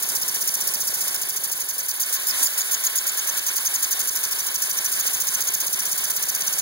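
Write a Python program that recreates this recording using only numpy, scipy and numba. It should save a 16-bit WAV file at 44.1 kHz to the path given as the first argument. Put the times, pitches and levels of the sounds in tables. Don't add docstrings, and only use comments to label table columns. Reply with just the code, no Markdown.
import sys
import numpy as np
from scipy import signal
from scipy.fft import rfft, irfft
from scipy.io import wavfile
from scipy.ndimage import uniform_filter1d
from numba import njit

SR = 44100
rng = np.random.default_rng(int(sys.argv[2]) if len(sys.argv) > 2 else 0)


def put_to_file(sound):
    columns = np.atleast_2d(sound).T
    safe = np.clip(columns, -1, 1)
    whole_steps = np.round(safe * 32767)
    wavfile.write(sys.argv[1], SR, whole_steps.astype(np.int16))


N = 291845
TIME = np.arange(N) / SR
FREQ = np.fft.rfftfreq(N, 1 / SR)


def undb(db):
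    return 10 ** (np.asarray(db) / 20)


def unit(x):
    return x / np.sqrt(np.mean(x ** 2, axis=-1, keepdims=True))


@njit
def svf(x, hz, width):
    y, band, low = np.empty(len(x)), 0., 0.
    for i in range(len(x)):
        g, k = np.tan(np.pi * hz[i] / SR), width / hz[i]
        v = (band + g * (x[i] - low)) / (1 + g * (g + k))
        band, low, y[i] = 2 * v - band, low + 2 * g * v, k * v
    return y


def walk(rate):
    hold = int(SR / rate)
    steps = np.repeat(rng.standard_normal(N // hold + 1), hold)
    return 1.18 * uniform_filter1d(uniform_filter1d(steps, hold), hold)[:N]


def over_log_frequency(points, column):
    points = np.array(points)
    return np.interp(np.log(FREQ + 1), np.log(points[:, 0]), points[:, column])


def shape(points, column=1):
    return undb(over_log_frequency(points, column))


def resonances(modes):
    return np.sqrt(sum(undb(2 * db) / (1 + (2 * (FREQ - hz) / width) ** 2) ** 2 for hz, width, db in modes))


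def hiss(gain):
    return unit(irfft(rfft(rng.standard_normal((2, N))) * gain, N))


def whistle(hz, width_hz, pure_db=-40.0):
    skirt = []
    for _ in range(2):
        narrowed = svf(rng.standard_normal(N), hz, width_hz)
        skirt.append(svf(narrowed, hz, width_hz))
    core = np.sin(2 * np.pi * (np.cumsum(hz) / SR + rng.random((2, 1))))
    return unit(unit(np.array(skirt)) + undb(pure_db) * np.sqrt(2) * core)


def ring(times, db, hz, t60):
    t, out = np.arange(int(.14 * SR)) / SR, np.zeros(N + SR)
    push_cycles = 0.34
    decay = np.exp(-np.log(1000) * t / t60)
    for at, gain, f in zip(*np.broadcast_arrays(np.atleast_1d(times), undb(db), hz)):
        if 0 <= at * SR < N:
            push = 1 - np.exp(-f * t / push_cycles)
            out[int(at * SR):][:len(t)] += gain * push * np.sin(2 * np.pi * f * t) * decay
    return out[:N]


# (time [s], speed [turns/s])
SPEED = [(0, 15.858), (1.05, 14.656), (1.45, 13.024), (2.02, 8.023), (2.38, 6.101), (3.17, 9.793),
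         (3.55, 10.804), (4.1, 12.575), (4.8, 13.339), (5.7, 15.906), (6.38, 16.471), (6.62, 17.487)]
START_TURN = .627


def crank():
    time = np.arange(-SR // 10, N + SR // 5) / SR
    angle = np.cumsum(np.interp(time, *np.transpose(SPEED))) / SR
    angle += START_TURN - angle[SR // 10]
    angle_now = angle[SR // 10:][:N]
    return np.interp(np.arange(int(angle_now[-1]) + 3), angle, time), angle_now


# (time [s], jet level [dB], whistle level [dB], whistle pitch [Hz])
NEAR_DRIFT = [(0, -20, -20, 5950), (0.251, -21, -20, 5700), (.5, -20, -18, 5950), (1.001, -21, -25, 5850),
              (1.14, -22.5, -17, 5500), (1.24, -21.5, -24, 6400), (1.7, -23, -23, 6450),
              (2.128, -19.5, -25, 6250), (2.27, -18.5, -19, 5250), (2.43, -18, -15.5, 7307),
              (2.58, -20.5, -15, 6750), (2.85, -19.5, -12, 6900), (3.2, -21.5, -17, 6450),
              (4.0, -19.5, -14, 6450), (4.25, -21.5, -21, 6000), (4.7, -21, -18, 6200),
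              (5.0, -20, -15.5, 6500), (5.55, -20.5, -12.5, 6550), (5.849, -21.5, -20.5, 6050),
              (6.2, -21, -18, 6250), (6.62, -21, -16, 6450)]
# (open time [share of turn], jet [dB], whistle [dB], whistle pitch [ratio],
# far jet [dB], thump [dB])
TURN_SCATTER = (0.012, 0.5, 1.2, 0.015, 0.8, 0.5)
OPEN_SHARE, FAR_DB = .348, -30.5
THUMP_DB, THUMP_DB_PER_OCTAVE = -47.5, 6


def turns(starts):
    chance = rng.standard_normal((len(starts) - 1, len(TURN_SCATTER))).T * np.array(TURN_SCATTER)[:, None]
    at, *columns = np.transpose(NEAR_DRIFT)
    jet_db, whistle_db, hz = (np.interp(starts[:-1], at, c) for c in columns)
    thump_db = THUMP_DB + THUMP_DB_PER_OCTAVE * np.log2(1 / (15 * np.diff(starts)))
    return np.array([OPEN_SHARE + chance[0], jet_db + chance[1], whistle_db + chance[2],
                     hz * (1 + chance[3]), FAR_DB + chance[4], thump_db + chance[5]])


# (time [share of open time], jet level [dB], spit level [dB])
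NEAR_PORT = [(-.07, -9, -18), (-.03, -6, -12), (.05, 2, -2), (.16, 1.2, 0), (.36, 3, -2), (.56, -0.5, -5.5),
             (.78, -2, -7.5), (.9, -4, -8), (1.0, -9, -18), (1.08, -10.5, -17.5)]
# (frequency [Hz], width [Hz], level [dB])
NEAR_PIPE = [(4710, 440, -8), (5420, 480, 0), (6650, 970, 1.5), (12220, 1300, -0.5), (13700, 1550, 1),
             (16000, 1440, 3.5)]
# (frequency [Hz], width [Hz], level [dB])
NEAR_SPIT = [(9550, 910, 5), (10670, 2600, 1)]
WHISTLE_BEND = [(0, .96), (.58, .96), (.74, 1.01), (.9, .98), (1, .9)]
WHISTLE_PEAK, WHISTLE_RISE_DB, WHISTLE_EARLY_DB = 0.74, 49, -15
SHUT_CHIRP_AT, SHUT_CHIRP_DB, SHUT_CHIRP_FALL_DB, SHUT_CHIRP_HZ = .85, -4.5, 150, 4885
WHISTLE_PURE_DB = -1.5


def near_exhaust(angle, each):
    turn = (angle + .05).astype(int)
    open_share, jet_db, whistle_db, hz = each[:4, turn]
    opened = (angle - turn) / open_share
    at, *columns = np.transpose(NEAR_PORT)
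    jet, spit = (np.interp(opened, at, c) for c in columns)
    sputter = 1.3 * walk(400)
    out = undb(jet_db + jet + sputter) * hiss(resonances(NEAR_PIPE))
    out += undb(jet_db + spit + sputter) * hiss(resonances(NEAR_SPIT))

    chirp = SHUT_CHIRP_DB - SHUT_CHIRP_FALL_DB * np.abs(opened - SHUT_CHIRP_AT)
    chirp_hz = SHUT_CHIRP_HZ * (1 - 0.5 * np.clip(opened - SHUT_CHIRP_AT, -.2, .2))
    out += undb(jet_db + chirp) * whistle(chirp_hz, 1600.0, WHISTLE_PURE_DB)

    swell = np.maximum(1.5 - WHISTLE_RISE_DB * np.abs(opened - WHISTLE_PEAK), WHISTLE_EARLY_DB)
    gate = np.interp(opened, [-.08, 0.018, 1.37], [-30, -5.0, -1.0])
    gate = np.where(opened > .98, -41, gate)
    pitch = hz * np.interp(opened, *np.transpose(WHISTLE_BEND)) * (1 + 0.013 * walk(200))
    level_db = whistle_db + swell + gate + 0.77 * walk(300)
    return out + undb(level_db) * whistle(pitch, 500.0, WHISTLE_PURE_DB)


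# (time [share of turn], jet level [dB], pipe tone level [dB], whistle level [dB], whistle pitch [Hz])
FAR_PORT = [(.46, -30, -30, -30, 4300), (.5, -1, -1, -22, 4300), (.52, .5, 3, -20, 4300),
            (.57, -1, -.5, -19, 4350), (.65, -1, -3.5, -15, 4500), (.74, -1, 0, -11, 4900),
            (.8, 1.5, 1, -8, 6000), (.84, -3, -3, -7, 6900), (.88, -30, -30, -30, 7000)]
# (frequency [Hz], width [Hz], level [dB])
FAR_PIPE = [(12340, 1300, 21), (14600, 1000, 23)]


def far_exhaust(angle, each):
    turn = angle.astype(int)
    level_db = each[4, turn] + 1.3 * walk(280)
    at, *columns = np.transpose(FAR_PORT)
    jet, tone, chirp, hz = (np.interp(angle - turn, at, c) for c in columns)
    out = undb(jet - 0.5) * hiss(resonances(FAR_PIPE))
    out += undb(tone + 1.0) * hiss(resonances([(9910, 880, 0)]))
    out += undb(chirp + 3.0) * whistle(hz, 590.0)
    return undb(level_db) * out


def strike_each_turn(starts, share, strength_db, scatter_db, hz, t60):
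    period = np.diff(starts)
    chance = rng.standard_normal((2, len(period)))
    times = starts[:-1] + period * (share + 0.0024 * chance[0])
    return ring(times, strength_db + scatter_db * chance[1], hz, t60)


# (time [share of turn],
# frequency [Hz], decay t60 [s], level over the thump level [dB], scatter [dB])
BLOWS = [(.31, 214, 0.037, 2.5, 1.5), (.31, 158, 0.044, 15, 1), (.31, 123, 0.05, 0, 1.5),
         (.97, 150, 0.045, 8, 3), (.12, 155, 0.035, 4, 1), (.53, 155, .03, -2, -1)]
BLOW_PITCH_LAW = 0.5
BLOW_LAG_PER_OCTAVE = 0.103


def pressure_thumps(starts, thump_db):
    slowness = 15 * np.diff(starts)
    lag = BLOW_LAG_PER_OCTAVE * np.log2(slowness)
    pitch = slowness ** -BLOW_PITCH_LAW
    return sum(strike_each_turn(starts, share + lag, thump_db + db, scatter_db, hz * pitch, t60)
               for share, hz, t60, db, scatter_db in BLOWS)


# (time [share of turn], frequency [Hz], decay t60 [s],
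# level at 15 turns a second [dB], scatter [dB])
KNOCKS = [(.868, 472, 0.02, -35, 0.5), (.87, 810, 0.013, -36, 1.5), (.47, 404, 0.021, -39, 2.5),
          (.335, 370, 0.015, -45, 1), (.4, 2250, 0.007, -36, 4.5)]


def linkage_knocks(starts):
    speed_db = -14 * np.log10(15 * np.diff(starts))
    return sum(strike_each_turn(starts, share, speed_db + db, scatter_db, hz, t60)
               for share, hz, t60, db, scatter_db in KNOCKS)


def bench(blows):
    return signal.sosfilt(signal.butter(4, 84, "high", fs=SR, output="sos"), blows)


# (time [s], frequency [Hz], decay t60 [s], level [dB])
HAND_BUMP = [(2.105, 480, .025, -36), (2.106, 690, .02, -38), (2.255, 426, 0.028, -34),
             (2.41, 286.2, 0.056, -31.5), (2.431, 560, 0.018, -36), (2.442, 130, 0.029, -27)]


def hand_bump():
    return sum(ring(at, db, hz, t60) for at, hz, t60, db in HAND_BUMP)


# (time [s], body level [dB], treble level [dB])
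LEAK = [(0, -41, -34), (1.0, -40, -33.5), (1.45, -42.5, -38), (1.88, -43.5, -39), (2.0, -41, -37),
        (2.3, -38.5, -34.5), (2.6, -39, -36.5), (3.6, -38.5, -34), (4.4, -40, -35), (5.099, -39, -33.5),
        (6.0, -39.5, -35.5), (6.62, -38.5, -34)]
# (frequency [Hz], level [dB])
LEAK_BODY = [(40, -27), (90, -16), (130, -9), (300, -4), (700, -6), (1200, -9), (1900, -2.5), (2250, -1.5),
             (2750, -6.5), (3050, -1.5), (3400, -.5), (3700, 0), (4100, -1.5), (5000, -6.5)]
# (frequency [Hz], width [Hz], level [dB])
LEAK_RINGS = [(620, 90, -18), (937, 45, -14), (1065, 90, -11), (1478, 90, -12.5), (1700, 260, -11),
              (2150, 300, -11)]
# (frequency [Hz], level [dB])
LEAK_TREBLE = [(3800, -28.5), (4800, 4.5), (6200, 10), (8000, 7), (9900, 11.5), (11500, 10.5), (13500, 1),
               (16000, 2.5)]
# (time [s], level [dB])
LEAK_LOWS = [(0, 3.5), (1.8, 2), (2.1, -1.5), (3.6, -2), (4.5, -1), (6.62, -1)]
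# (start [s], end [s])
GUST_S = (2.33, 2.435)
GUST_BODY_DB, GUST_TREBLE_DB, GUST_EDGE_S = 3.2, 11, 0.012


def leak():
    at, body_db, treble_db = np.transpose(LEAK)
    gust = np.clip(np.minimum(TIME - GUST_S[0], GUST_S[1] - TIME) / GUST_EDGE_S + .5, 0, 1)
    body = hiss(shape(LEAK_BODY)) + hiss(resonances(LEAK_RINGS)) * undb(-11)
    lows = signal.sosfilt(signal.butter(2, 1100, fs=SR, output="sos"), body)
    body = body + lows * (undb(np.interp(TIME, *np.transpose(LEAK_LOWS))) - 1)
    body *= undb(np.interp(TIME, at, body_db) + GUST_BODY_DB * gust + 5.5 + 1.27 * walk(45))

    treble_gust_db = GUST_TREBLE_DB * gust * np.interp(TIME, GUST_S, [0.4, 1])
    treble_level_db = np.interp(TIME, at, treble_db) + treble_gust_db + 3.5 + 2.14 * walk(40)
    return body, hiss(shape(LEAK_TREBLE)) * undb(treble_level_db)


# (time [s], frequency [Hz], level [dB])
WHINE = [(5.1, 700, -80), (5.6, 724, -60), (6.1, 750, -58), (6.62, 780, -58)]


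def whine():
    at, hz, db = np.transpose(WHINE)
    phase = 2 * np.pi * np.cumsum(np.interp(TIME, at, hz)) / SR
    level_db = np.interp(TIME, at, db) - 0.3 + .8 * walk(6)
    return undb(level_db) * (np.sin(phase) + 1.3 * np.sin(0.823 * phase))


# (frequency [Hz], level [dB])
RUMBLE = [(20, 3), (100, -10), (300, -12), (1000, -64)]
RUMBLE_DB, RUMBLE_DB_PER_OCTAVE = -71, 3


def rumble():
    speed = np.interp(TIME, *np.transpose(SPEED))
    return undb(RUMBLE_DB + RUMBLE_DB_PER_OCTAVE * np.log2(speed / 15)) * hiss(shape(RUMBLE))


def ports(pair, rear, lead=0):
    phase = over_log_frequency(rear, 3) + 2 * np.pi * FREQ * lead / SR
    shared = rfft(pair[0]) * shape(rear) * np.exp(1j * phase)
    scattered = rfft(pair[1]) * shape(rear, column=2)
    return np.array([pair[0], irfft(shared + scattered, N)])


# (frequency [Hz], shared level [dB], unrelated level [dB], phase of shared part [rad])
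REAR_JET = [(4500, -8, -3, 0), (5600, -10, -7, 0), (6200, -6, -11, 0), (7600, -13, -5, 0),
            (9000, -14, -7, 0), (10300, -11.5, -10, 0), (16000, -10.5, -8, 0)]
# (frequency [Hz], shared level [dB], unrelated level [dB], phase of shared part [rad])
REAR_BODY = [(30, -6, -2, 0), (130, -3.5, -10, -.42), (350, -3, -6, -.3), (500, -7, -8, -.3),
             (800, -6, -10, .2), (1100, -3, -7, 1.), (1650, -3, -2, -1.6), (2000, -5, -4, -2.3),
             (2300, -5, -4, -2.8), (2420, -1.5, -12, -3.1), (2560, -1, -14, -3.14), (2630, 0, -34, -3.14),
             (2880, 0, -34, -3.14), (2960, -3, -7, -3.1), (3120, -6, -3, -3.1), (3500, -8, -2, -3.1),
             (5000, -10, -2, -3.1)]
JET_LEAD = 16.3


def scene():
    starts, angle = crank()
    each = turns(starts)
    body, treble = leak()
    jets = undb(-2.0) * (near_exhaust(angle, each) + far_exhaust(angle, each)) + treble
    body[0] += bench(pressure_thumps(starts, each[5]) + linkage_knocks(starts))
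    body[0] += hand_bump() + whine()
    return ports(jets, REAR_JET, JET_LEAD) + ports(body, REAR_BODY)


# (frequency [Hz], level [dB])
BEAM_MATCH = [(4500, 0), (5300, -1.5), (9000, -1.5), (16000, -0.5)]
BEAM_DELAY, TOP_HZ = 16, 15750
RIGHT_DB = 0.15


def record(dry):
    late = np.pad(dry[::-1], ((0, 0), (BEAM_DELAY, 0)))[:, :N]
    late = irfft(rfft(late) * shape(BEAM_MATCH), N)
    wide = (dry - late + rumble()) * undb([[-RIGHT_DB / 2], [RIGHT_DB / 2]])
    return signal.sosfilt(signal.ellip(12, .2, 75, TOP_HZ, fs=SR, output="sos"), wide)


dry = scene()
out = record(dry)
put_to_file(out)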